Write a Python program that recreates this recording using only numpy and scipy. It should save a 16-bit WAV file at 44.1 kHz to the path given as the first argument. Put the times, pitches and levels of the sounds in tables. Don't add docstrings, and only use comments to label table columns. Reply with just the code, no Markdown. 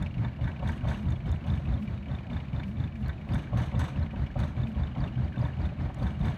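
import sys
import numpy as np
from scipy import signal
from scipy.fft import rfft, irfft, next_fast_len
from scipy.io import wavfile
from scipy.ndimage import uniform_filter1d

SR = 44100
rng = np.random.default_rng(int(sys.argv[2]) if len(sys.argv) > 2 else 0)


def volts_from_decibels(level):
    exponent = np.asarray(level, float) / 20
    return 10 ** exponent


def pcm_store(signal):
    levels = np.round(np.clip(np.atleast_2d(signal), -1, 1) * 32767)
    wavfile.write(sys.argv[1], SR, levels.astype(np.int16).T)


N = 280917


def evened(x):
    return x / np.sqrt(np.mean(x ** 2) + 1e-20)


def clicks(s, size):
    train = np.zeros(N)
    at = np.round(np.asarray(s) * SR).astype(int)
    inside = (at >= 0) & (at < N)
    np.add.at(train, at[inside], (size * np.ones(len(at)))[inside])
    return train


def ring(x, modes, rise=0.00012):
    t = np.arange(SR // 4) / SR
    body = sum(volts_from_decibels(db) * np.exp(-np.pi * width * t) * np.cos(2 * np.pi * hz * t) for hz, width, db in modes)
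    return signal.oaconvolve(x, body * (1 - np.exp(-t / rise)))[:N]


def ring_apart(x, envelope, modes, rise):
    return sum(ring(np.roll(x, k * SR // 7) * envelope, [mode], rise) for k, mode in enumerate(modes))


def coloured(x, tone):
    f, db = np.transpose(tone)
    size = next_fast_len(N)
    hz = np.fft.rfftfreq(size, 1 / SR)
    gain = volts_from_decibels(np.interp(np.log(hz + 1), np.log(f), db))
    return evened(irfft(rfft(x, size) * gain, size)[:N])


def grit(per_s, spread_db):
    size = volts_from_decibels(spread_db * np.minimum(rng.exponential(1, N), 5))
    sign = rng.choice([-1., 1.], N)
    return evened(size * sign * (rng.random(N) < per_s / SR))


def pings(rows, rise, fall, sag=0.):
    out, t = np.zeros(N), np.arange(SR // 30) / SR
    turns = t + sag * fall * (1 - np.exp(-t / fall))
    shape = (1 - np.exp(-t / rise)) * np.exp(-t / fall)
    for s, db, hz in rows:
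        part = out[round(s * SR):][:len(t)]
        part += (volts_from_decibels(db) * shape * np.sin(2 * np.pi * hz * turns))[:len(part)]
    return out


def bursts(rows, noise, rise, fall):
    s, db = np.transpose(rows)[:2]
    t = np.arange(SR // 20) / SR
    shape = (1 - np.exp(-t / rise)) * np.exp(-t / fall)
    return noise * signal.oaconvolve(clicks(s, volts_from_decibels(db)), shape)[:N]


# start in seconds, thump in dB, bark in dB, exhaust puff in dB.
FIRINGS = [(0.027, -23, -31, -49), (0.25, -40, -32, -54), (0.48, -33.5, -32, -48.5),
           (0.696, -31, -36, -48.5), (0.912, -31, -32.5, -42), (1.124, -30, -32, -51),
           (1.327, -30, -33, -48), (1.54, -29, -30, -46), (1.742, -28.5, -32.5, -46.5),
           (1.944, -34.5, -36.5, -56), (2.153, -38, -37.5, -50.5), (2.369, -36, -35, -50),
           (2.6, -49, -35, -51), (2.841, -34.5, -34, -54), (3.097, -30, -34.5, -54.5),
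           (3.358, -35, -28.5, -45), (3.602, -32, -29, -40.5), (3.818, -32.5, -30.5, -40),
           (4.028, -33, -33.5, -48.5), (4.23, -27.5, -34, -51.5), (4.437, -30.5, -29, -44.5),
           (4.636, -36, -33.5, -50.5), (4.837, -32, -34.5, -48), (5.042, -30.5, -31, -45.5),
           (5.246, -35.5, -35, -50), (5.453, -33, -29, -43), (5.656, -30.5, -33.5, -48),
           (5.856, -36.5, -35, -51.5), (6.07, -31, -30.5, -45), (6.285, -48, -27.5, -41.5)]
USUAL_PUFF_DB = -48


def puffs(size, start, hold, rise, fall):
    t = np.arange(SR // 3) / SR
    shape = (1 - np.exp(-t / rise)) * np.exp(-np.maximum(t - hold, 0) / fall)
    early = SR // 10
    train = np.zeros(N + early)
    train[np.round((np.transpose(FIRINGS)[0] + start) * SR).astype(int) + early] = size
    return signal.oaconvolve(train, shape)[early:early + N]


def load_curve(db, follows):
    s, puff_db = np.transpose(FIRINGS)[[0, 3]]
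    return volts_from_decibels(db + follows * np.interp(np.arange(N) / SR, s, puff_db - USUAL_PUFF_DB))


def cycle(slots, follows=0., slip_s=0.00085):
    s, puff_db = np.transpose(FIRINGS)[[0, 3], :, None]
    late, db, hz, hz_spread, db_spread = np.transpose(slots)
    uneven = np.clip(rng.standard_normal((len(FIRINGS), len(slots), 3)), -2, 2)
    a, b, c = np.moveaxis(uneven, -1, 0)
    at = s + late + slip_s * a
    level_db = db + follows * (puff_db - USUAL_PUFF_DB) + db_spread * b
    rows = np.array([at, level_db, hz * (1 + hz_spread * c)]).reshape(3, -1).T
    return rows[rows[:, 0] > 0]


# seconds from the firing, factor on the thump, factor on the bark.
BLOWS = [
    (-.063, -4.3, -9),
    (-.0414, 3.8, -.4),
    (-.0114, -.9, 4.1),
    (.036, .75, .9),
]
# pitch in Hz, width in Hz, level in dB.
THUMP_MODES = [(63.5, 12.5, 0), (84.5, 11, 3)]
# pitch in Hz, width in Hz, level in dB.
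BARK_MODES = [(116, 14, 0), (152, 11, -15), (213, 17, -15)]
# frequency in Hz, level in dB per Hz.
SHAKE_TONE = [(25, -34.5), (45, -2), (60, -2.5), (80, 2), (100, -11), (125, 2), (160, -4.5), (210, -9),
              (255, -13), (310, -17.5), (390, -54.5), (520, -37), (900, -77.5)]


def hull():
    s, thump_db, bark_db = np.transpose(FIRINGS)[:3, :, None]
    late, on_thump, on_bark = np.transpose(BLOWS)
    slip, uneven = np.moveaxis(rng.standard_normal((len(FIRINGS), len(BLOWS), 2)), -1, 0)
    at = (s + late + .0009 * slip).ravel()
    thump_size = (on_thump * volts_from_decibels(thump_db + 1.5 * uneven)).ravel()
    bark_size = (on_bark * volts_from_decibels(bark_db - 1.5 * uneven)).ravel()
    thump = ring(clicks(at, thump_size), THUMP_MODES, rise=.03)
    bark = ring(clicks(at, bark_size), BARK_MODES, rise=.03)
    surge = volts_from_decibels(-3.5) * puffs(volts_from_decibels(bark_db[:, 0]), start=-.08, hold=0.095, rise=0.0027, fall=0.019)
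    steady = volts_from_decibels(3.0) * load_curve(db=-40.5, follows=0.26)
    shake = coloured(rng.standard_normal(N), SHAKE_TONE) * (steady + surge)
    return volts_from_decibels(1.5) * thump + volts_from_decibels(.5) * bark + shake


# time of the top in seconds, level in dB.
HUM_SWELLS = [(0.71, -35), (1.02, -35), (1.329, -42.5), (1.51, -35.5), (1.83, -36.5), (2.69, -36),
              (2.998, -35), (3.32, -36.5), (4.702, -32), (6.05, -37.5), (6.25, -37.5)]


def board():
    hum_hz, hum_db, swell_s = 210.1, -44.5, .033
    quick, slow, flutter = (evened(uniform_filter1d(rng.standard_normal(N), n)) for n in (900, 6000, 900))
    turns = np.cumsum(hum_hz * (1 + 0.04155 * quick + 0.04835 * slow)) / SR
    t = np.arange(N) / SR
    swells = sum(volts_from_decibels(db) * np.exp(-.5 * ((t - s) / swell_s) ** 2) for s, db in HUM_SWELLS)
    return (volts_from_decibels(hum_db) + swells) * volts_from_decibels(-3.0 + 3.2 * flutter) * np.sin(2 * np.pi * turns)


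# frequency in Hz, level in dB per Hz.
WASH_TONE = [(200, -25), (330, 2), (480, -8.5), (610, -3), (1000, -9), (1300, -11), (1700, -12),
             (2300, -15.5), (2700, -21.5), (3800, -22), (4400, -27), (5000, -36), (6500, -37),
             (9000, -48.5), (15300, -51.5)]
WASH_DB, WASH_FOLLOWS = -55, 0.26


def wash():
    swell = 1 + puffs(1.0, start=-0.062, hold=0.071, rise=0.0021, fall=0.022)
    flicker_db = 1.1 * evened(uniform_filter1d(rng.standard_normal(N), 500))
    bed = rng.standard_normal(N) + 0.15 * grit(per_s=1100, spread_db=-1.5)
    level = volts_from_decibels(2.0 + flicker_db) * load_curve(WASH_DB, WASH_FOLLOWS) * swell
    return coloured(bed, WASH_TONE) * level


# pitch in Hz, width in Hz, level in dB.
PIPE_MODES = [(578, 94.5, 8.5), (736.7, 51, 1.5), (944, 77, 1), (1087, 98, 1.5), (1285, 53, -9.5)]
# start in seconds, peak in dB.
POPS = [(0.248, -31), (0.388, -35), (0.627, -24), (0.882, -51), (1.463, -36), (1.724, -35), (3.579, -31),
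        (4.359, -26), (4.392, -29), (4.961, -28), (5.369, -30.5), (5.425, -28.5), (5.72, -33.5),
        (5.896, -30), (6.021, -26)]
# seconds from the firing, peak in dB, two unused, level spread in dB.
VALVE_POP = [
    (-0.095, -43, 0, 0, 7.5),
]


def exhaust():
    flow = puffs(volts_from_decibels(np.transpose(FIRINGS)[3]), start=-0.085, hold=0.095, rise=0.0053, fall=0.052)
    gas = 0.72 * grit(per_s=500, spread_db=4.0) + 0.39 * rng.standard_normal(N)
    puffing = evened(ring_apart(gas, 1, PIPE_MODES, rise=0.0012)) * flow
    pops = np.vstack([POPS, cycle(VALVE_POP, follows=0.69, slip_s=.004)[:, :2]])
    s, db = pops.T
    breath = bursts(pops, rng.standard_normal(N), rise=0.00056, fall=0.0049)
    pop = clicks(s - .003, volts_from_decibels(db)) + volts_from_decibels(-18) * breath
    return volts_from_decibels(-3.0) * puffing + volts_from_decibels(-7.0) * ring(pop, PIPE_MODES, rise=0.0048)


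# start in seconds, peak in dB.
RATTLES = [(0.0004, -64), (0.431, -55.5), (0.6275, -59), (0.674, -45), (0.875, -48.5), (0.886, -46.5),
           (1.086, -59), (1.2604, -54), (1.466, -51.5), (1.5504, -56), (1.691, -62), (2.332, -59),
           (3.335, -43.5), (3.5543, -59.5), (3.5728, -40), (3.794, -37.5), (4.3904, -43.5), (5.3894, -53),
           (5.9853, -53), (6.023, -51.5), (6.1933, -55), (6.2547, -47)]
# seconds later, level in dB.
BOUNCES = [
    (0, 4),
    (.045, -3),
    (.086, -6.5),
]
# pitch in Hz, width in Hz, level in dB.
SHEET_MODES = [(6330, 97, -5.5), (6700, 100, -10), (7860, 87, -4.5), (8600, 75, -7.5), (9000, 90, -18),
               (9050, 73, -9)]
# frequency in Hz, level in dB per Hz.
BUZZ_TONE = [(1500, 6), (2200, -2.5), (3800, -2), (5000, -17.5), (6300, -9), (7500, -21.5), (9000, -22.5),
             (12000, -19), (15300, -32)]


def sheet():
    buzz_t60 = 0.24
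    hiss = coloured(rng.standard_normal(N) + .5 * grit(per_s=2700, spread_db=-0.5), BUZZ_TONE)
    dull = signal.sosfilt(signal.butter(2, 8500, fs=SR, output="sos"), hiss)
    touches = grit(per_s=900, spread_db=-2.0)
    modes = np.array([ring(touches, [mode]) for mode in SHEET_MODES])
    modes = modes / np.std(modes.sum(0))
    strikes = [(s + late, db + less) for s, db in RATTLES for late, less in BOUNCES]
    spots = volts_from_decibels(4 * rng.standard_normal((len(strikes), len(SHEET_MODES))))
    out, t = np.zeros(N), np.arange(SR // 2) / SR
    for (s, db), spot in zip(strikes, spots):
        start = round(s * SR)
        part = slice(start, min(N, start + len(t)))
        fade = volts_from_decibels(-60 * t[:len(out[part])] / buzz_t60)
        buzz = dull[part] + volts_from_decibels(-23) * spot @ modes[:, part]
        treble = (hiss - dull)[part]
        out[part] += volts_from_decibels(db - 4.5) * (fade * buzz + fade ** 1.58 * treble)
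    return out


# start in seconds, peak in dB, ring in Hz.
LOUD_SNAPS = [(0.0253, -46, 6870), (0.6883, -49, 6700), (0.9043, -51, 6370), (1.1044, -50, 6650),
              (1.1214, -56, 5970), (1.3159, -46, 6680), (3.0814, -51, 12700), (3.3444, -48, 8260),
              (3.792, -41.5, 6400), (4.4014, -53, 8200), (5.9439, -48.5, 6820)]
# seconds from the firing, peak in dB, ring in Hz, pitch spread 0-1, spread in dB.
FIRING_SNAP = [
    (0.0041, -68, 2400, 0.1, 8),
]


def snaps():
    crack = coloured(rng.standard_normal(N), [(3500, -9.5), (6500, 1.5), (12000, -8), (15300, -18.0)])
    rows = np.vstack([LOUD_SNAPS, cycle(FIRING_SNAP)])
    rings = volts_from_decibels(2.0) * pings(rows, rise=0.00043, fall=.0015)
    return rings + volts_from_decibels(-5) * bursts(rows, crack, rise=.0003, fall=0.0031)


# pitch in Hz, width in Hz, level in dB.
BLOCK_MODES = [(923, 50, 1.5), (1555, 81, 5), (1719, 98, 6.5), (1913, 75, -1.5), (2250, 59, -4.5)]
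# firing in seconds, change in dB, lateness in seconds.
ODD_KNOCKS = [(.25, 8, 0), (.48, 6.5, 0.00052), (.696, 10.5, 0), (.911, 2, 0.0051), (1.329, -5, 0.017),
              (1.743, -11, 0), (2.6, 0.5, 0.0032), (3.098, 6.5, 0), (3.602, -3.5, 0.0012), (5.043, 3.5, 0),
              (5.246, -14, 0.0031), (5.656, 0, 0)]


def knock():
    usual_cycle_s, knock_db, db_per_slow_s = .21, -55.5, 307.5
    s, puff_db = np.transpose(FIRINGS)[[0, 3]]
    slow_s = np.minimum(np.gradient(s) - usual_cycle_s, .02)
    odd_db, late = sum(np.outer([db, lag], abs(s - at) < .05) for at, db, lag in ODD_KNOCKS)
    size = volts_from_decibels(knock_db + puff_db - USUAL_PUFF_DB + db_per_slow_s * slow_s + odd_db)
    hits = clicks(s - .005 + late, size) + volts_from_decibels(-8.5) * clicks(s - .04, size)
    clatter = grit(per_s=700, spread_db=3.5)
    swell = puffs(size, start=-0.051, hold=0.046, rise=0.046, fall=0.033)
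    clattering = ring_apart(clatter, swell, BLOCK_MODES, rise=.001) / 12
    return volts_from_decibels(13.0) * ring(hits, BLOCK_MODES, rise=0.0032) + volts_from_decibels(-2.0) * clattering


# pitch in Hz, width in Hz, level in dB.
ROCKER_MODES = [(2305, 35, -7), (2483, 273, 5.5), (2860, 134, 0), (3500, 120, -22.5), (4120, 180, -16)]
# time in seconds, factor on tap pitch, looseness in dB (chatter up, taps down).
SEATING = [
    (0, 1.07, -1),
    (1.65, 1.09, 0.5),
    (1.9, .98, 0.5),
    (3.1, .97, -0.5),
    (4.4, 0.88, 1),
    (4.8, 1.2, 3),
    (5.201, 1.1, 3),
    (6.4, 0.87, 5),
]


def gear_chatter(scratch):
    at, _, loose_db = np.transpose(SEATING)
    teeth = grit(per_s=180, spread_db=6.5)
    chatter = evened(ring_apart(teeth, 1, ROCKER_MODES + BLOCK_MODES[1:], rise=0.0011))
    rubbing = 0.6 * np.roll(scratch, SR)
    loose = volts_from_decibels(-10.5 + np.interp(np.arange(N) / SR, at, loose_db))
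    return loose * (chatter + rubbing) * load_curve(WASH_DB, WASH_FOLLOWS)


# seconds from the firing, peak in dB, ring in Hz, pitch spread 0-1, spread in dB.
TAPS = [
    (-.071, -45, 2540, 0.1, -3),
    (-.011, -53.5, 2380, 0.1, 0.5),
    (.0325, -43, 2490, 0.11, 4),
    (.0795, -44.5, 2490, .06, 2),
    (.112, -46, 2440, 0.06, -4),
]


def rocker_taps(scratch):
    at, seat, loose_db = np.transpose(SEATING)
    s, db, hz = cycle(TAPS).T
    rows = np.c_[s, db - np.interp(s, at, loose_db), hz * np.interp(s, at, seat)]
    taps = volts_from_decibels(1.0) * pings(rows, rise=0.0037, fall=0.0048, sag=0.088)
    return taps + volts_from_decibels(-2.5) * bursts(rows, scratch, rise=0.0028, fall=0.0067)


# seconds from the firing, peak in dB, ring in Hz, pitch spread 0-1, spread in dB.
TICKS = [
    (-.069, -57.5, 3540, .015, 1),
    (-.0028, -40.5, 3540, 0, 0.9),
    (.031, -55, 3500, 0.04, 3),
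]
# pitch in Hz, width in Hz, level in dB.
TICK_MODES = [(3400, 140, -22), (4100, 92, -13), (6870, 140, -19)]
# start in seconds, peak in dB.
EARLY_TICKS = [(0.442, -42.5), (0.6739, -37.5), (0.8839, -38), (1.0859, -45), (1.292, -45), (1.5, -37.5),
               (2.1136, -46), (2.3315, -42.5), (2.5282, -53), (2.5611, -44.5), (2.7684, -49), (2.8, -43.5),
               (3.3335, -42), (3.5698, -44), (3.7534, -41.5), (3.7913, -48), (5.3792, -44), (5.9968, -46),
               (6.2117, -44), (4.4018, -42.5), (4.5999, -46.5), (6.2487, -42)]
# firing in seconds, level in dB.
SLACK = [
    (.48, -7),
    (.696, -7),
    (.911, -10),
    (1.943, -30),
    (3.602, -13),
    (4.028, -17),
    (4.232, -22),
    (5.246, -28),
    (5.857, -25),
]


def valve_ticks(scratch):
    injector_hz = 3540
    regular = cycle(TICKS, slip_s=0.00052)
    slack_db = sum(db * (abs(regular[:, 0] - s) < .02) for s, db in SLACK)
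    regular[:, 1] += slack_db
    rows = np.vstack([regular, [(s, db, injector_hz) for s, db in EARLY_TICKS]])
    s, db, _ = rows.T
    ticks = volts_from_decibels(4) * pings(rows, rise=0.002, fall=0.0036, sag=0.031)
    side = ring(clicks(s, volts_from_decibels(db)), TICK_MODES, rise=0.0018)
    scrape = volts_from_decibels(-20.0) * bursts(rows, coloured(scratch, BUZZ_TONE), rise=0.0013, fall=0.0046)
    return ticks + side + scrape


# seconds from the firing, peak in dB, ring in Hz, pitch spread 0-1, spread in dB.
CLINKS = [
    (-.037, -55, 4600, 0.08, 2.5),
    (-.003, -62.5, 4566, 0, -0.5),
]
# start in seconds, peak in dB, ring in Hz.
LOUD_CLINKS = [(0.7035, -50, 4650), (0.8999, -48, 4650), (3.0594, -44, 4150), (3.0814, -46, 4500),
               (3.3223, -45, 4750), (4.028, -42.5, 4070), (4.4009, -45, 4500), (5.0045, -44, 4540),
               (5.245, -54, 4600), (5.4141, -44, 4700), (5.6158, -48, 4610), (6.0287, -42, 4470),
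               (6.2437, -48, 4770)]


def clinks():
    rows = np.vstack([LOUD_CLINKS, cycle(CLINKS, follows=0.75)])
    return volts_from_decibels(1.5) * pings(rows, rise=.0015, fall=.0028, sag=.03)


def valve_gear():
    scratch = evened(ring(rng.standard_normal(N), ROCKER_MODES))
    return gear_chatter(scratch) + rocker_taps(scratch) + valve_ticks(scratch) + clinks()


def scene():
    return (hull() + board() + wash() + exhaust() + sheet() + snaps() + knock() + valve_gear())[None]


def low_pass(x):
    return signal.sosfilt(signal.butter(12, 15290, fs=SR, output="sos"), x)


def record(dry):
    cut = signal.sosfiltfilt(signal.butter(2, 33, "highpass", fs=SR, output="sos"), dry)
    power_db = 10 * np.log10(abs(uniform_filter1d(cut ** 2, 900)) + 1e-12)
    over_db = uniform_filter1d(np.maximum(power_db + 26, 0), 500)
    held = cut / volts_from_decibels(.6 * over_db)
    return low_pass(held)


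dry = scene()
out = record(dry)
pcm_store(out)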